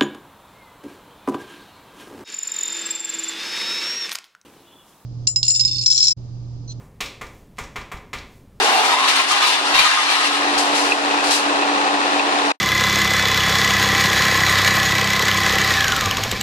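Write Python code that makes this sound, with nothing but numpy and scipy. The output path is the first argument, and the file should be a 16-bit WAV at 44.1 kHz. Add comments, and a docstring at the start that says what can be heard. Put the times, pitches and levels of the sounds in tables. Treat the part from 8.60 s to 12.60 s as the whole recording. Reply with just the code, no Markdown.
"""A diesel wood chipper eats the end of a log in a yard. The knives chop and the engine sags under
the load; chips rush out of the spout and chunks clang on the modes of the steel housing. The stream
thins out, leaving the six-cylinder clatter and the drum's hum. Automatic gain control ducks the
engine under each loud burst."""
import sys
import numpy as np
from scipy import signal
from scipy.fft import rfft, irfft, next_fast_len
from scipy.io import wavfile
from scipy.ndimage import uniform_filter1d, map_coordinates

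SR = 44100
rng = np.random.default_rng(int(sys.argv[2]) if len(sys.argv) > 2 else 0)


def int16_out(signal):
    """Quantize to a 16-bit WAV file."""
    q = np.round(np.clip(np.atleast_2d(signal).T, -1, 1) * 32767)
    wavfile.write(sys.argv[1], SR, q.astype(np.int16))


N = 176400
CYCLE_HZ, DRUM_HZ, BELT_HZ, PUMP_HZ = 15.69, 287.1, 296.2, 209.8  # at full shaft speed

# modes of the steel housing: pitch_hz, level_db, t60_s
HOUSING_MODES = [(812, -4.5, 0.28), (982, 2.5, .12), (1066, 7.5, 0.19), (1225, 4, 0.17), (1284, 0, 0.22),
                 (1610, -9, 0.39), (1703, -7, 0.17), (1850, -3, 0.16), (2025, -8, 0.092), (2328, -1.5, 0.1),
                 (2400, -1, 0.12), (2761, -0.5, 0.14), (2940, -6, .17), (3150, -12, .17), (3560, 2, 0.23),
                 (3700, -9, .2), (3900, -8, .2), (4160, -1, 0.142)]
# how much earlier each source reaches the left side: frequency_hz, lead_s
ENGINE_LEAD = [(300, 0.00019), (860, 0.00017), (1400, 0.00037)]
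SPOUT_LEAD = [(500, 0.00008), (900, 0.00015), (2000, 0.00022), (3000, 0.000069)]


def knives(shaft):
    """Forced vibration: each stroke tears at the log, whose resonance rises as it gets shorter."""
    cut = [(0, -11.5, -24, 413), (.045, -13, -16, 430.6), (.075, -10.5, -23, 725), (.15, -5, -26, 770),
           (.21, -7, -24, 850), (.3, -9.5, -13.5, 945), (.41, -16, -12, 1079), (.48, -31, -17.5, 1126),
           (.6, -64, -38, 1160)]  # time_s, tear_db, howl_db, howl_hz
    log_spectrum = [(60, -50), (150, -43), (225, -12), (300, -12), (420, -5), (560, -6.5), (760, 7.5),
                    (1050, 0), (1400, -11.5), (3000, -10.5), (12000, -31)]  # frequency_hz, density_db
    howl_partials = [(.9, -1), (1, 0), (1.08, -4.5)]  # pitch_ratio, level_db
    tear_db, howl_db, howl_hz = curves(cut)
    stroke_hz, width_hz = DRUM_HZ / 4, 70
    stroke = unit(1 + np.exp(-(shaft * stroke_hz % 1)))
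    tear = placed(rng.standard_normal((2, N)) * stroke, log_spectrum, SPOUT_LEAD)
    phase = 2 * np.pi * np.cumsum(howl_hz) / SR
    howl = sum(amp(db) * (wobble(width_hz) * np.cos(k * phase) + wobble(width_hz) * np.sin(k * phase))
               for k, db in howl_partials)
    return amp(tear_db) * tear + amp(howl_db) * unit(stroke * howl)


def spout():
    """Impact noise: an uneven stream of chips, with shattered chunks, scraping splinters and air thumps."""
    stream_levels = [(0, -10), (.2, -6.5), (.44, -7.5), (.6, -4.5), (.66, -8), (.8, -6.5), (.94, -8.5),
                     (1.03, -12), (1.13, -13), (1.26, 3), (1.4, -4), (1.6, -7.5), (1.75, -14.5),
                     (1.9, -19.5), (2.2, -20), (2.5, -28.5), (2.8, -18), (3, -34.5), (3.9, -27)]  # time_s, level_db
    # bursts: start_s, level_db, hold_s, t60_s
    chunks = [(.474, -5, 0.035, 0.17), (.551, -5, 0.013, 0.11), (.595, -7, 0.0088, .2),
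              (.705, -9, .012, 0.22), (.822, -5.5, .064, 0.34), (.92, -14, 0.034, 0.19),
              (1.143, -7, 0.033, 0.52), (1.187, 2, .0067, 0.36), (1.495, -11, .041, .19),
              (1.548, -12, 0.01, 0.13), (2.708, -16, 0.04, .16)]
    splinters = [(.02, -16, .042, .3), (.245, -13, 0.016, .33), (.33, -21, 0.02, .2),
                 (.483, -11, .012, 0.21), (.68, -13, .04, 0.16), (.865, -13, 0.023, 0.2),
                 (1.64, -18.5, .011, 0.26), (1.977, -15, 0.0071, 0.4), (2.145, -20, 0.037, 1),
                 (2.635, -23.5, 0.059, 0.34), (2.704, -13.5, 0.059, .23), (.706, -12.5, 0.013, .12),
                 (2.738, -26, 0.011, 0.084)]
    thumps = [(.455, -40, 0.045, .1), (.695, -44, .03, .15), (.86, -51, 0.032, 0.17),
              (1.14, -31, 0.026, 0.19), (1.187, -24, 0.022, .06), (1.96, -44.5, 0.028, 0.11),
              (2.68, -43, .03, 0.13)]  # air pushed out with the big pieces
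    # spectra: frequency_hz, density_db
    chip_spectrum = [(40, -53), (170, -49), (400, -25), (580, -11.5), (800, -3), (1200, -1), (1500, 0.5),
                     (2000, 0), (2400, -2.5), (2800, 0), (3300, -2.5), (4000, -2.5), (5200, -6.5),
                     (6800, -13.5), (9500, -16), (11800, -27), (13000, -70), (15000, -53)]
    chunk_spectrum = [(30, -34), (130, -44), (500, -11), (950, -4), (1500, -5.5), (2100, -2), (2700, 1.5),
                      (3250, -2), (3900, 1.5), (5200, -7), (7000, -14), (10000, -17), (14500, -29)]
    splinter_spectrum = [(40, -44), (500, -31), (1500, -15), (3000, -8), (4600, -0.5), (6500, -6.5),
                         (10000, -10.5), (14000, -32.5)]
    thump_spectrum = [(20, 7), (60, 5), (130, 6), (220, -6), (400, -38), (1000, -70)]
    level_db, = curves(stream_levels)
    stream = amp(level_db + 0.84 * wobble(40.2)) * placed(patter(), chip_spectrum, SPOUT_LEAD)
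    return (stream + bursts(chunks, chunk_spectrum, patter())
            + bursts(splinters, splinter_spectrum, crackle())
            + bursts(thumps, thump_spectrum, rng.standard_normal((2, N))))


def bursts(rows, spectrum, grain, attack_s=0.0063):
    """Incoherent bursts add in power; each rises, holds and decays exponentially."""
    t, power = clock(), 0
    for start, db, hold, t60 in rows:
        rise = np.clip((t - start) / attack_s, 0, 1)
        decay_db = 60 * np.clip(t - start - hold, 0, 1) / t60
        power += (rise * amp(db - decay_db)) ** 2
    return np.sqrt(power) * placed(grain, spectrum, SPOUT_LEAD)


def crackle(hits_per_s=850, decay_s=0.00062, share=0.21):
    """Shot noise: tiny random chip impacts carry a share of the power of a hiss."""
    hits = (rng.random((2, N)) < hits_per_s / SR) * rng.exponential(1, (2, N))
    power = signal.lfilter([1], [1, -np.exp(-1 / (decay_s * SR))], hits)
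    return rng.standard_normal((2, N)) * np.sqrt(1 - share + share * power / power.mean())


def patter(coupling=0.48, half_width_hz=22):
    """Resonance: chip impacts keep the housing's modes ringing."""
    def modes(f):
        return sum(amp(db) / (1 + 1j * (f - hz) / half_width_hz) for hz, db, _ in HOUSING_MODES)
    return filtered(shifting_resonances(crackle()), lambda f: 1 + coupling * modes(f))


def shifting_resonances(x, depth_db=2.4):
    """Response depends on the point of impact: as chips land on new spots, resonances come and go."""
    spectra = signal.stft(x, nperseg=1024)[2]
    patches = uniform_filter1d(rng.standard_normal(spectra.shape[1:]), size=3, axis=0)
    patches = unit(uniform_filter1d(patches, size=6, axis=1))
    return signal.istft(spectra * amp(depth_db * patches), nperseg=1024)[1][:, :N]


def housing(spread_octaves=0.05, attack_s=0.0011):
    """Damped free vibration: blocks ring the steel, and where they strike decides which modes lead."""
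    clangs = [(.325, -3.5, 970), (.4, -15, 3700), (.492, -8, 2345), (.561, -12, 900), (.563, -6, 4160),
              (.709, -7, 1220), (.745, -4.5, 810), (.824, -9.5, 1220), (.83, -14, 2345), (.88, -7, 3850),
              (.846, -12, 1205), (.92, -10.5, 3535), (1.146, -8, 2780), (1.15, -10.5, 975),
              (1.186, 0, 2400), (1.208, -10, 2780), (1.236, -2, 970), (1.25, -3, 1220), (1.262, -4.5, 3700),
              (1.275, -8, 2780), (1.314, -3.5, 2780), (1.372, -4.5, 1220)]  # start_s, level_db, centre_hz
    out, t = np.zeros((2, N + SR)), np.arange(SR // 3) / SR
    hz, mode_db, t60 = np.transpose(HOUSING_MODES)[:, :, None]
    for start, db, centre_hz in clangs:
        weight = amp(mode_db) * (0.12 + np.exp(-(np.log2(hz / centre_hz) / spread_octaves) ** 2))
        phase = 2 * np.pi * (hz * t + rng.random(hz.shape))
        phase += 0.0097 * np.cumsum(rng.standard_normal(phase.shape), axis=1)  # drift widens each mode
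        side_phase = .5 * rng.standard_normal((2, len(hz), 1))
        ring = (weight * amp(db - 60 * t / t60) * np.sin(phase + side_phase)).sum(axis=1)
        out[:, round(start * SR):][:, :len(t)] += ring * (1 - np.exp(-t / attack_s))
    return out[:, :N]


def engine(shaft, clatter_db=-23.5, roar_db=-16.5, whirr_db=-38):
    """Periodic excitation: six knocks a cycle pulse a clatter, roar and whirr; panels ring at harmonics."""
    cylinder_db = [0, -0.5, 0.4, -7, 0, 4.5]  # knock_db
    panel_orders = [(24, -48), (29, -43), (40, -42), (46, -39), (49, -32), (52, -40), (54, -31.8),
                    (57, -39), (68, -32.5), (73, -42), (81, -41), (118, -44), (120, -42), (149, -45),
                    (159, -42.5), (163, -40.5), (169, -44), (174, -44), (180, -47)]  # cycle_multiple, level_db
    # spectra: frequency_hz, density_db
    clatter_spectrum = [(100, -51), (220, -13.5), (330, -14), (560, -11), (800, -4), (1100, 3), (1500, -5),
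                        (1850, 3.5), (2150, -6.5), (2450, -6), (2700, -5.5), (3200, -12), (4000, -2),
                        (6000, -39), (10000, -37), (12500, -61)]
    roar_spectrum = [(20, -28.5), (96, -35), (155, -27.5), (215, -19.5), (260, -13), (335, -5), (500, -6),
                     (650, -4.5), (790, -0.5), (1050, -3.5), (1400, -5), (2100, -14), (2600, -10.5),
                     (3100, -13), (4100, -15), (7000, -24.5), (10400, -32.5), (12500, -77), (14500, -70)]
    whirr_spectrum = [(1000, -48), (2250, -24.5), (2450, 2), (2580, 5), (2740, 1), (2950, -22), (5000, -57)]
    cycles = shaft * CYCLE_HZ
    firings = cycles * len(cylinder_db)
    strength = amp(cylinder_db)[firings.astype(int) % len(cylinder_db)]
    knock = unit(strength * (0.2 + np.exp(-(firings % 1) / 0.46)))  # decays towards a floor
    # the same noise repeats every cycle
    rattle = np.array([map_coordinates(noise, [cycles % 1 * SR / CYCLE_HZ])
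                       for noise in rng.standard_normal((2, SR // 10))])
    clatter = amp(clatter_db) * placed(rattle * knock, clatter_spectrum, ENGINE_LEAD)
    roar_gain = amp(roar_db + 0.19 * wobble(12))
    pulsing = 1 + 0.089 * (knock - 1)
    roar = roar_gain * placed(rng.standard_normal((2, N)) * pulsing, roar_spectrum, ENGINE_LEAD)
    panels = sum(amp(db + 0.5 + 2.5 * wobble(18)) * tone(k * CYCLE_HZ, shaft) for k, db in panel_orders)
    flutter = amp(whirr_db + 9.5 * wobble(55))
    whirr = flutter * placed(rng.standard_normal((2, N)) * knock, whirr_spectrum, ENGINE_LEAD)
    return clatter + roar + panels + whirr


def drum_and_pump(shaft, belt_db=-10.5):
    """Beats: the drum's hum, weaker under load, interferes with the belt's tone; the pump whines."""
    hum_levels = [(0, -31), (.3, -37), (.44, -28.5), (.6, -30), (.9, -33.5), (1.08, -27.5), (1.4, -30),
                  (1.8, -27)]  # time_s, level_db
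    pump_harmonics = [(1, -47), (2, -42), (3, -44.5)]  # harmonic_number, level_db
    hum_db, = curves(hum_levels)
    hum = tone(DRUM_HZ, shaft) + amp(belt_db) * tone(BELT_HZ, shaft)
    pump = sum(amp(db + 0.87 * wobble(16)) * tone(k * PUMP_HZ, shaft) for k, db in pump_harmonics)
    return amp(hum_db + 1.5 * wobble(14)) * hum + pump


def tone(hz, shaft):
    """Rotational tone: a stereo sine of rms 1 whose pitch follows the shaft speed."""
    lead_s = np.array([[along(ENGINE_LEAD, hz)], [0]])
    return np.sqrt(2) * np.sin(2 * np.pi * (hz * (shaft + lead_s) + rng.random()))


def placed(pair, spectrum, lead):
    """Coherence and arrival time place two independent signals as a coloured stereo pair of rms 1."""
    coherence = [(60, -0.2), (140, 0.26), (280, 0.5), (620, 0.5), (1100, 0.85), (2500, 0.08), (7000, 0.1)]  # frequency_hz, left_right_correlation
    def colour(hz):
        angle = np.arccos(along(coherence, hz)) / 2
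        return amp(along(spectrum, hz)) * [np.cos(angle), np.sin(angle)]
    def delay(hz):
        return np.exp(1j * np.pi * hz * along(lead, hz) * np.array([[1], [-1]]))
    mid, side = filtered(pair, colour)
    return unit(filtered(np.array([mid + side, mid - side]), delay))


def filtered(x, response):
    """Linear filtering: the spectrum of x times a frequency response."""
    size = next_fast_len(N + SR // 4)
    return irfft(rfft(x, size) * response(np.fft.rfftfreq(size, 1 / SR)), size)[..., :N]


def amp(db):
    """Decibels to amplitude ratio."""
    return 10 ** (np.asarray(db) / 20)


def unit(x):
    """x at rms 1."""
    return x / np.sqrt(np.mean(x ** 2) + 1e-20)


def clock():
    """Sample times in seconds."""
    return np.arange(N) / SR


def along(points, hz):
    """Interpolation on a logarithmic frequency axis."""
    frequencies, values = np.transpose(points)
    return np.interp(np.log(hz + 1), np.log(frequencies + 1), values)


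def curves(rows):
    """One value per sample for each column after the time."""
    times, *columns = np.transpose(rows)
    return [np.interp(clock(), times, column) for column in columns]


def wobble(rate):
    """Smooth random modulation, rate knots a second."""
    return map_coordinates(rng.standard_normal(N // 20), [clock() * rate], mode="wrap")


def scene():
    """Superposition: engine, drum and knives share one shaft; the treble leans left."""
    shaft_speed = [(0, .965), (.24, .94), (.48, .957), (.7, .978), (1.0, .996), (1.35, .997), (1.8, 1.0)]  # time_s, share_of_full_speed
    balance = [(60, 1), (150, -1), (400, 0.1), (1200, -1), (2200, 4), (4500, 3.6), (8000, 5.5),
               (13000, 2.5)]  # frequency_hz, left_minus_right_db
    speed, = curves(shaft_speed)
    shaft = np.cumsum(speed) / SR  # rotation, in seconds at full speed
    machine = engine(shaft) + drum_and_pump(shaft) + knives(shaft) + spout() + housing()
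    return filtered(machine, lambda hz: amp(along(balance, hz) * np.array([[.5], [-.5]])))


def record(dry, threshold_db=-17.5, slope=0.79, attack_s=0.022, release_db_per_s=24.5, top_hz=14600):
    """Compression with quick attack and slow release, then a switch-off at the end and a band limit."""
    switch_off = [(0, 0), (3.919, 0), (3.924, -29), (3.955, -33), (3.98, -70), (4, -120)]  # time_s, gain_db
    power = np.abs(uniform_filter1d(np.mean(dry ** 2, axis=0), size=660))
    over_db = slope * np.maximum(10 * np.log10(power + 1e-12) - threshold_db, 0)
    release_db = release_db_per_s * clock()
    held_db = np.maximum.accumulate(over_db + release_db) - release_db
    pole = np.exp(-1 / (attack_s * SR))
    duck_db = signal.lfilter([1 - pole], [1, -pole], held_db, zi=held_db[:1])[0]
    ducked = np.clip(dry * amp(-duck_db), -1, 1)
    stop_db, = curves(switch_off)
    return filtered(ducked * amp(stop_db), lambda hz: hz < top_hz)


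dry = scene()
out = record(dry)
int16_out(out)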